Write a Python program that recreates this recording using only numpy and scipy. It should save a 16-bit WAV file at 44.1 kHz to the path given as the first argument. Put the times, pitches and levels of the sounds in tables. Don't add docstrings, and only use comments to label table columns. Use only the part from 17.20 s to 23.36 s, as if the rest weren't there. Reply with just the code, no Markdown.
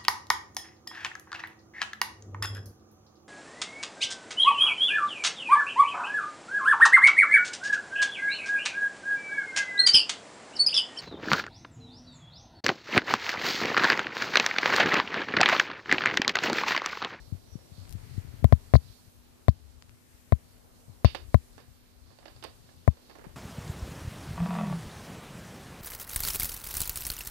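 import sys
import numpy as np
from scipy import signal
from scipy.fft import rfft, irfft, next_fast_len
from scipy.io import wavfile
from scipy.ndimage import uniform_filter1d

SR = 44100
rng = np.random.default_rng(int(sys.argv[2]) if len(sys.argv) > 2 else 0)


def materialize(psi):
    bounded = np.clip(np.atleast_2d(psi).T, -1, 1)
    quanta = np.round(bounded * 32767).astype(np.int16)
    wavfile.write(sys.argv[1], SR, quanta)


def undo_db(level):
    steps = np.asarray(level, float) / 20
    return 10 ** steps


N = 271656
CLOCK = np.arange(N) / SR
HISS_TOP_HZ = 14600

# (time [s], grip level [dB])
GRIP = [(0.0, -56.5), (0.45, -60), (0.7, -52), (0.96, -51.5), (1.44, -51), (1.56, -59), (2.38, -63),
        (2.81, -65), (3.41, -61), (3.77, -63.5), (3.93, -54.5), (4.39, -61.5), (4.79, -65), (5.27, -60.5),
        (5.83, -61.5), (6.16, -53)]
# (frequency [Hz], width [Hz], level [dB])
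PORT = [(4340, 960, -1)]


def curve(rows):
    s, *columns = np.transpose(rows)
    return [np.interp(CLOCK, s, c) for c in columns]


def unit(x):
    return x / np.sqrt(np.mean(x ** 2))


def fade(t, t60):
    return 1000. ** (-t / t60)


def add(out, s, sound):
    i = int(s * SR)
    out[i:i + len(sound)] += sound[:N - i]


def walk(rate_hz):
    k = int(SR / rate_hz)
    held = np.repeat(rng.standard_normal(N // k + 1), k)
    return uniform_filter1d(uniform_filter1d(held, k), k)[:N]


def lowpass(x, order, hz):
    return signal.lfilter(*signal.butter(order, hz, fs=SR), x)


def resonate(x, peaks):
    return sum(undo_db(db) * signal.lfilter(*signal.iirpeak(hz, hz / width, SR), x) for hz, width, db in peaks)


def coloured(points, flicker_db, rate_hz, count=15):
    size = next_fast_len(N)
    octave = np.log2(np.arange(size // 2 + 1) * SR / size + 1)
    hz, db = np.transpose(points)
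    spectrum = rfft(rng.standard_normal(size)) * undo_db(np.interp(octave, np.log2(hz), db))
    spectrum = spectrum * (octave < np.log2(HISS_TOP_HZ))
    out = np.zeros(N)
    for centre in range(4, count):
        band = irfft(spectrum * np.clip(1 - abs(octave - centre), 0, 1), size)[:N]
        out += band * undo_db(flicker_db * walk(rate_hz))
    return out


def grip_rumble():
    # (frequency [Hz], level per Hz [dB])
    spectrum = [(15, -18), (30, 2), (60, 3), (95, 5), (130, -2), (190, -11), (500, -33.5), (1000, -59)]
    return undo_db(curve(GRIP)[0] + 9) * unit(coloured(spectrum, 7.3, 20, count=11))


def hiss():
    # (frequency [Hz], level per Hz [dB])
    left_spectrum = [(60, 5), (350, 14), (600, 11.5), (1000, 8), (1700, 4.5), (2800, 2.5), (4600, 0.5),
                     (16000, -0.5)]
    # (frequency [Hz], level per Hz [dB])
    right_spectrum = [(16, -26), (40, 5), (100, 20), (350, 16.5), (700, 10.5), (1700, 5), (6000, 2),
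                      (16000, -1.5)]
    base_db, db_per_grip_db, calm_grip_db, lag_s = -71.5, 0.4275, -62, 0.54
    slow_grip_db = uniform_filter1d(curve(GRIP)[0] - calm_grip_db, int(lag_s * SR))
    level_db = base_db + db_per_grip_db * slow_grip_db
    noise = np.array([coloured(left_spectrum, 3.6, 2.94), coloured(right_spectrum, 2.27, 22.01)])
    return undo_db(level_db - 16.5) * noise * np.sqrt(SR / 2) / 10


def motor_hum():
    hum_hz, hum_db = 245, -65
    turns = np.cumsum(hum_hz + 1.427 * walk(7.1)) / SR
    return np.sqrt(2) * undo_db(hum_db + 0.82 * walk(36)) * np.sin(2 * np.pi * turns)


def draught():
    # (time of crest [s], level above still air [dB], half length [s])
    gusts = [
        (0.1, 9, 0.44),
        (0.94, 10.5, 0.5),
        (1.71, 12, 0.18),
        (3.55, 4.5, 0.38),
        (4.27, 10, 0.23),
        (4.926, 8, 0.21),
        (5.4, 6, 0.32),
        (5.88, 11, 0.2),
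    ]
    still_air_db = -77
    level_db = still_air_db + sum(db * np.exp(-((CLOCK - s) / half_s) ** 2) for s, db, half_s in gusts)
    air = resonate(resonate(rng.standard_normal(N), PORT), [(4600, 6100, 0)])
    return undo_db(level_db + 1.5 + 4.3 * walk(13)) * unit(air)


def whistle():
    # (time [s], frequency [Hz], level [dB])
    glide = [(0, 5700, -74), (.06, 5600, -82), (.15, 5600, -92), (.21, 5600, -80), (.26, 5880, -77),
             (.33, 5830, -72), (.39, 5470, -84), (.47, 5750, -73), (.5, 5700, -92)]
    hz, db = curve(glide)
    level = undo_db(db + 9.5 + 4.5 * walk(39.4)) * (CLOCK < glide[-1][0])
    return level * np.sin(2 * np.pi * np.cumsum(hz) / SR)


def presses():
    # (time [s], peak level [dB], final frequency [Hz], t60 [s])
    pushes = [(0.123, -22.5, 92.6, 0.098), (.147, -31, 96, 0.05), (0.354, -21.5, 113, 0.03),
              (.518, -38.5, 91, 0.12), (0.58, -38.5, 94.5, 0.38), (.751, -28, 94, 0.071),
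              (0.978, -21.5, 95.6, 0.084), (1.047, -31, 96.5, 0.051), (1.139, -32, 97, 0.04),
              (1.226, -23.5, 92, 0.098), (3.68, -42.5, 104, 0.12), (3.695, -38.5, 94, 0.11),
              (6.066, -31.5, 131, 0.031)]
    settle_s, attack_s = 0.0032, 0.002
    out, t = np.zeros(N), np.arange(int(.2 * SR)) / SR
    for s, db, hz, t60 in pushes:
        turns = hz * (t + settle_s * (1 - np.exp(-t / settle_s)))
        swell = (1 - np.exp(-(t / attack_s) ** 2)) * fade(t, t60)
        add(out, s, undo_db(db + 6) * swell * np.sin(2 * np.pi * turns))
    return out


def beak():
    # (time [s], sharp level [dB], dull level re sharp [dB], scrape t60 [s])
    scrapes = [(.389, -63, 6, 0.018), (3.851, -28.5, -13, 0.04), (3.866, -40, -30, 0.12),
               (3.898, -44, -22, 0.068), (3.948, -35, -2, 0.057), (4.379, -56.5, 9.5, 0.051),
               (4.402, -57, 0, 0.039), (4.90, -70.5, 9, 0.22), (4.987, -54.5, 0.5, 0.03),
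               (5.02, -70, 10, 0.17), (5.0551, -47, 2, 0.041), (5.080, -49, 0.5, 0.027),
               (5.163, -57, -5, 0.023), (5.2258, -43, -4, 0.039), (5.238, -39, 0, 0.056),
               (5.25, -52, -2, 0.054), (5.488, -66, 7.5, 0.079), (5.514, -71, 4, 0.045),
               (5.709, -60, -2, 0.036), (5.769, -64.5, 4.5, 0.086), (5.896, -58.5, 6.5, 0.12),
               (5.953, -67.5, 16.5, 0.055), (5.985, -67.5, 15.5, 0.094), (6.011, -69, 14.5, 0.054),
               (6.040, -59.5, 12, 0.069), (6.090, -67.5, 6.5, 0.15)]
    # (frequency [Hz], width [Hz], level [dB])
    sharp_peaks = [(2400, 720, -26), (2920, 580, 4.5), (3670, 380, 4), (4500, 390, 6.5)]
    # (frequency [Hz], width [Hz], level [dB])
    dull_peaks = [(356, 95, -0.5), (522, 205, 3.5), (726, 130, -3.5), (1000, 580, -6.5), (1625, 164, -4.5)]
    # (frequency [Hz], width [Hz], level [dB])
    top_peaks = [(6700, 1900, 0)]
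    room_t60_s, room_db = 0.25, -9.5
    under_hand_db, under_hand_hz = -13, 1500
    knock_db, knock_sample = 17.5, 20
    sharp, dull, top = np.zeros((3, 2, N))
    t = np.arange(int(.3 * SR)) / SR
    room = undo_db(room_db) * (1 - np.exp(-t / 0.0079)) * fade(t, room_t60_s)
    for s, db, dull_db, t60 in scrapes:
        top_db = -19 + 1.5 * dull_db
        scrape = (1 - np.exp(-t / (.015 * t60))) * fade(t, t60)
        catch = np.repeat(rng.standard_normal(len(t) // 50 + 1), 50)[:len(t)]
        scrape = scrape * undo_db(3.0 * catch)
        in_room = np.hypot(scrape, room)
        for port in range(2):
            grit = np.sign(rng.standard_normal((3, len(t))))
            grit[:, knock_sample] = -undo_db(knock_db)
            add(sharp[port], s, undo_db(db + 9.0) * grit[0] * in_room)
            add(dull[port], s, undo_db(db + dull_db + 18.5) * grit[1] * in_room)
            add(top[port], s, undo_db(db + top_db + 14.5) * grit[2] * scrape * fade(t, 0.057))
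    body = resonate(sharp, sharp_peaks) + lowpass(resonate(dull, dull_peaks), 2, 2100)
    body = signal.sosfilt(signal.butter(5, 5010, fs=SR, output="sos"), body)
    left, right = body + resonate(top, top_peaks)
    return np.array([undo_db(under_hand_db) * lowpass(left, 1, under_hand_hz), right])


def slips():
    # (time [s], peak level [dB], lowest frequency [Hz])
    ticks = [(0.6537, -29, 300), (.677, -33, 300), (.6867, -42, 1200), (0.694, -30.5, 1800),
             (0.7052, -39, 2500), (0.709, -38, 2440), (0.7092, -35, 2500), (.7184, -46, 2450),
             (.7254, -48.5, 2200), (0.7262, -28.5, 2200), (0.728, -37, 2200), (.7283, -45, 2200),
             (0.7335, -37, 2200), (.7532, -49, 2500), (1.214, -51, 1200), (2.6238, -26, 600),
             (2.6944, -32, 450), (3.6754, -57, 1000), (4.1834, -62, 1500)]
    out, t = np.zeros(N), np.arange(400) / SR
    for s, db, low_hz in ticks:
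        grit = undo_db(-19) * np.sign(rng.standard_normal(len(t))) * fade(t, 0.0048)
        burst = lowpass(grit - (t == 0), 2, min(7 * low_hz, 16000))
        burst = signal.lfilter(*signal.butter(2, low_hz, "high", fs=SR), burst)
        add(out, s, undo_db(db + 9) * burst)
    return out


def ringing(modes, t, pitch=1):
    return sum(swing * fade(t, t60) * np.cos(2 * np.pi * hz * pitch * (t - crest_s))
               for hz, t60, swing, crest_s in modes)


def taps():
    # (time [s], boom level [dB], ring level [dB], pitch factor, crack level [dB])
    blows = [
        (1.2436, 0.7, -2.5, 1.015, -26.5),
        (1.3247, 2.1, 1.9, 1.02, -29),
        (1.5378, 2.3, 2.5, 1.005, -26.5),
        (1.5534, -0.6, 0, 1.005, -30.5),
        (2.283, -0.3, 0.8, 1.013, -27.5),
        (3.1229, -1.5, -0.5, 0.98, -32.5),
        (3.8466, 1, 1.9, .99, -24.5),
        (4.1442, 0.5, 3, 1.01, -27.5),
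        (5.6776, -1, 0.5, 1.02, -30),
    ]
    # (frequency [Hz], t60 [s], swing, first crest after contact [s])
    pocket_modes = [(71.2, .076, 1.13, .0024), (121, .036, -1.96, .0022), (211, .034, .72, .0029),
                    (291, .016, .57, .0014), (700, .0065, .57, .0004)]
    # (frequency [Hz], t60 [s], swing, first crest after contact [s])
    case_modes = [(633, .018, .35, .00146), (1019, .0175, -.2, .0004), (1889, .0063, .08, .00005),
                  (2241, .0054, -.06, .0004)]
    crack_peaks = [(3800, 1040, 7), (6330, 4900, -7.5), (8900, 3200, -10), (13500, 2000, -6)]
    tick_peaks = [(2200, 2000, -3), (4100, 1500, 0), (9000, 4000, -8)]
    contact_s, echo_s, echo_db = .00012, 0.00131, -2.5
    left, right = np.zeros((2, N))
    lead_s = 10 * contact_s
    t = np.arange(int(.12 * SR)) / SR - lead_s
    after = np.maximum(t, 0)
    snap = undo_db(8.5) * (np.cumsum(t > 0) == 1)
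    for s, boom_db, ring_db, pitch, crack_db in blows:
        boom = ringing(pocket_modes, after, pitch)
        ring = ringing(case_modes, after)
        crack = np.sign(rng.standard_normal((2, len(t)))) * fade(after, 0.0082) * (t > 0)
        crack = crack + snap * np.array([[1], [-1]])
        blow = (undo_db(boom_db) * boom + undo_db(ring_db) * ring) * np.exp(np.minimum(t, 0) / contact_s)
        add(left, s - lead_s, blow + undo_db(crack_db) * resonate(crack[0], crack_peaks))
        sharp = np.roll(undo_db(-8) * crack[1] - snap, 8)
        echo = undo_db(echo_db) * np.roll(sharp, int(echo_s * SR))
        late_ring = undo_db(-7) * np.roll(ring, int(.001 * SR)) * (t > .001)
        tick = resonate(sharp + echo, tick_peaks) - late_ring
        add(right, s - lead_s, undo_db(crack_db - 4.5) * tick)
    return np.array([left, right])


def rattle():
    # (time of first bounce [s], peak level [dB], loss per bounce [dB])
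    throws = [
        (1.249, -42, 12),
        (1.3295, -38, 12),
        (1.5448, -28, 3),
        (1.56, -28.5, 1),
        (2.290, -35, 18),
        (2.2966, -39.5, 8),
        (3.128, -48, 5.5),
    ]
    count, bounce_s, buzz_s, last_bounce_db = 4, .0035, .0013, -24
    out, t = np.zeros(N), np.arange(100) / SR
    for s, db, loss_db in throws:
        for k in range(count):
            buzz = np.sign(rng.standard_normal(len(t))) * (t < buzz_s)
            buzz = buzz / np.abs(resonate(buzz, PORT)).max()
            level_db = db - k * loss_db + last_bounce_db * (k == count - 1)
            add(out, s + k * bounce_s, undo_db(level_db) * buzz)
    return resonate(resonate(out, PORT), [(4240, 1500, 1.5), (2200, 2200, 0.5)])


def clacks():
    # (time [s], peak level [dB], frequency [Hz])
    claps = [
        (3.948, -21, 1700),
        (4.379, -52, 7000),
        (5.0557, -50, 6000),
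        (5.239, -33, 7360),
        (5.897, -38, 1500),
    ]
    out, t = np.zeros(N), np.arange(int(.05 * SR)) / SR
    for s, db, hz in claps:
        burst = rng.standard_normal(len(t)) * fade(t, 0.033)
        add(out, s, resonate(burst, [(hz, 0.5 * hz, db)]))
    return out


def scene():
    hum = motor_hum()
    left = grip_rumble() + undo_db(-20.5) * hum + presses() + slips()
    right = hum + draught() + whistle() + rattle() + clacks()
    return hiss() + beak() + taps() + np.array([left, right])


def top_cut(x):
    return signal.sosfilt(signal.butter(12, 15840, fs=SR, output="sos"), x)


def record(dry):
    mix = signal.sosfiltfilt(signal.butter(2, 22, "high", fs=SR, output="sos"), dry)
    mix = signal.sosfilt(signal.ellip(4, .3, 14, HISS_TOP_HZ, fs=SR, output="sos"), mix)
    return top_cut(mix)


dry = scene()
out = record(dry)
materialize(out)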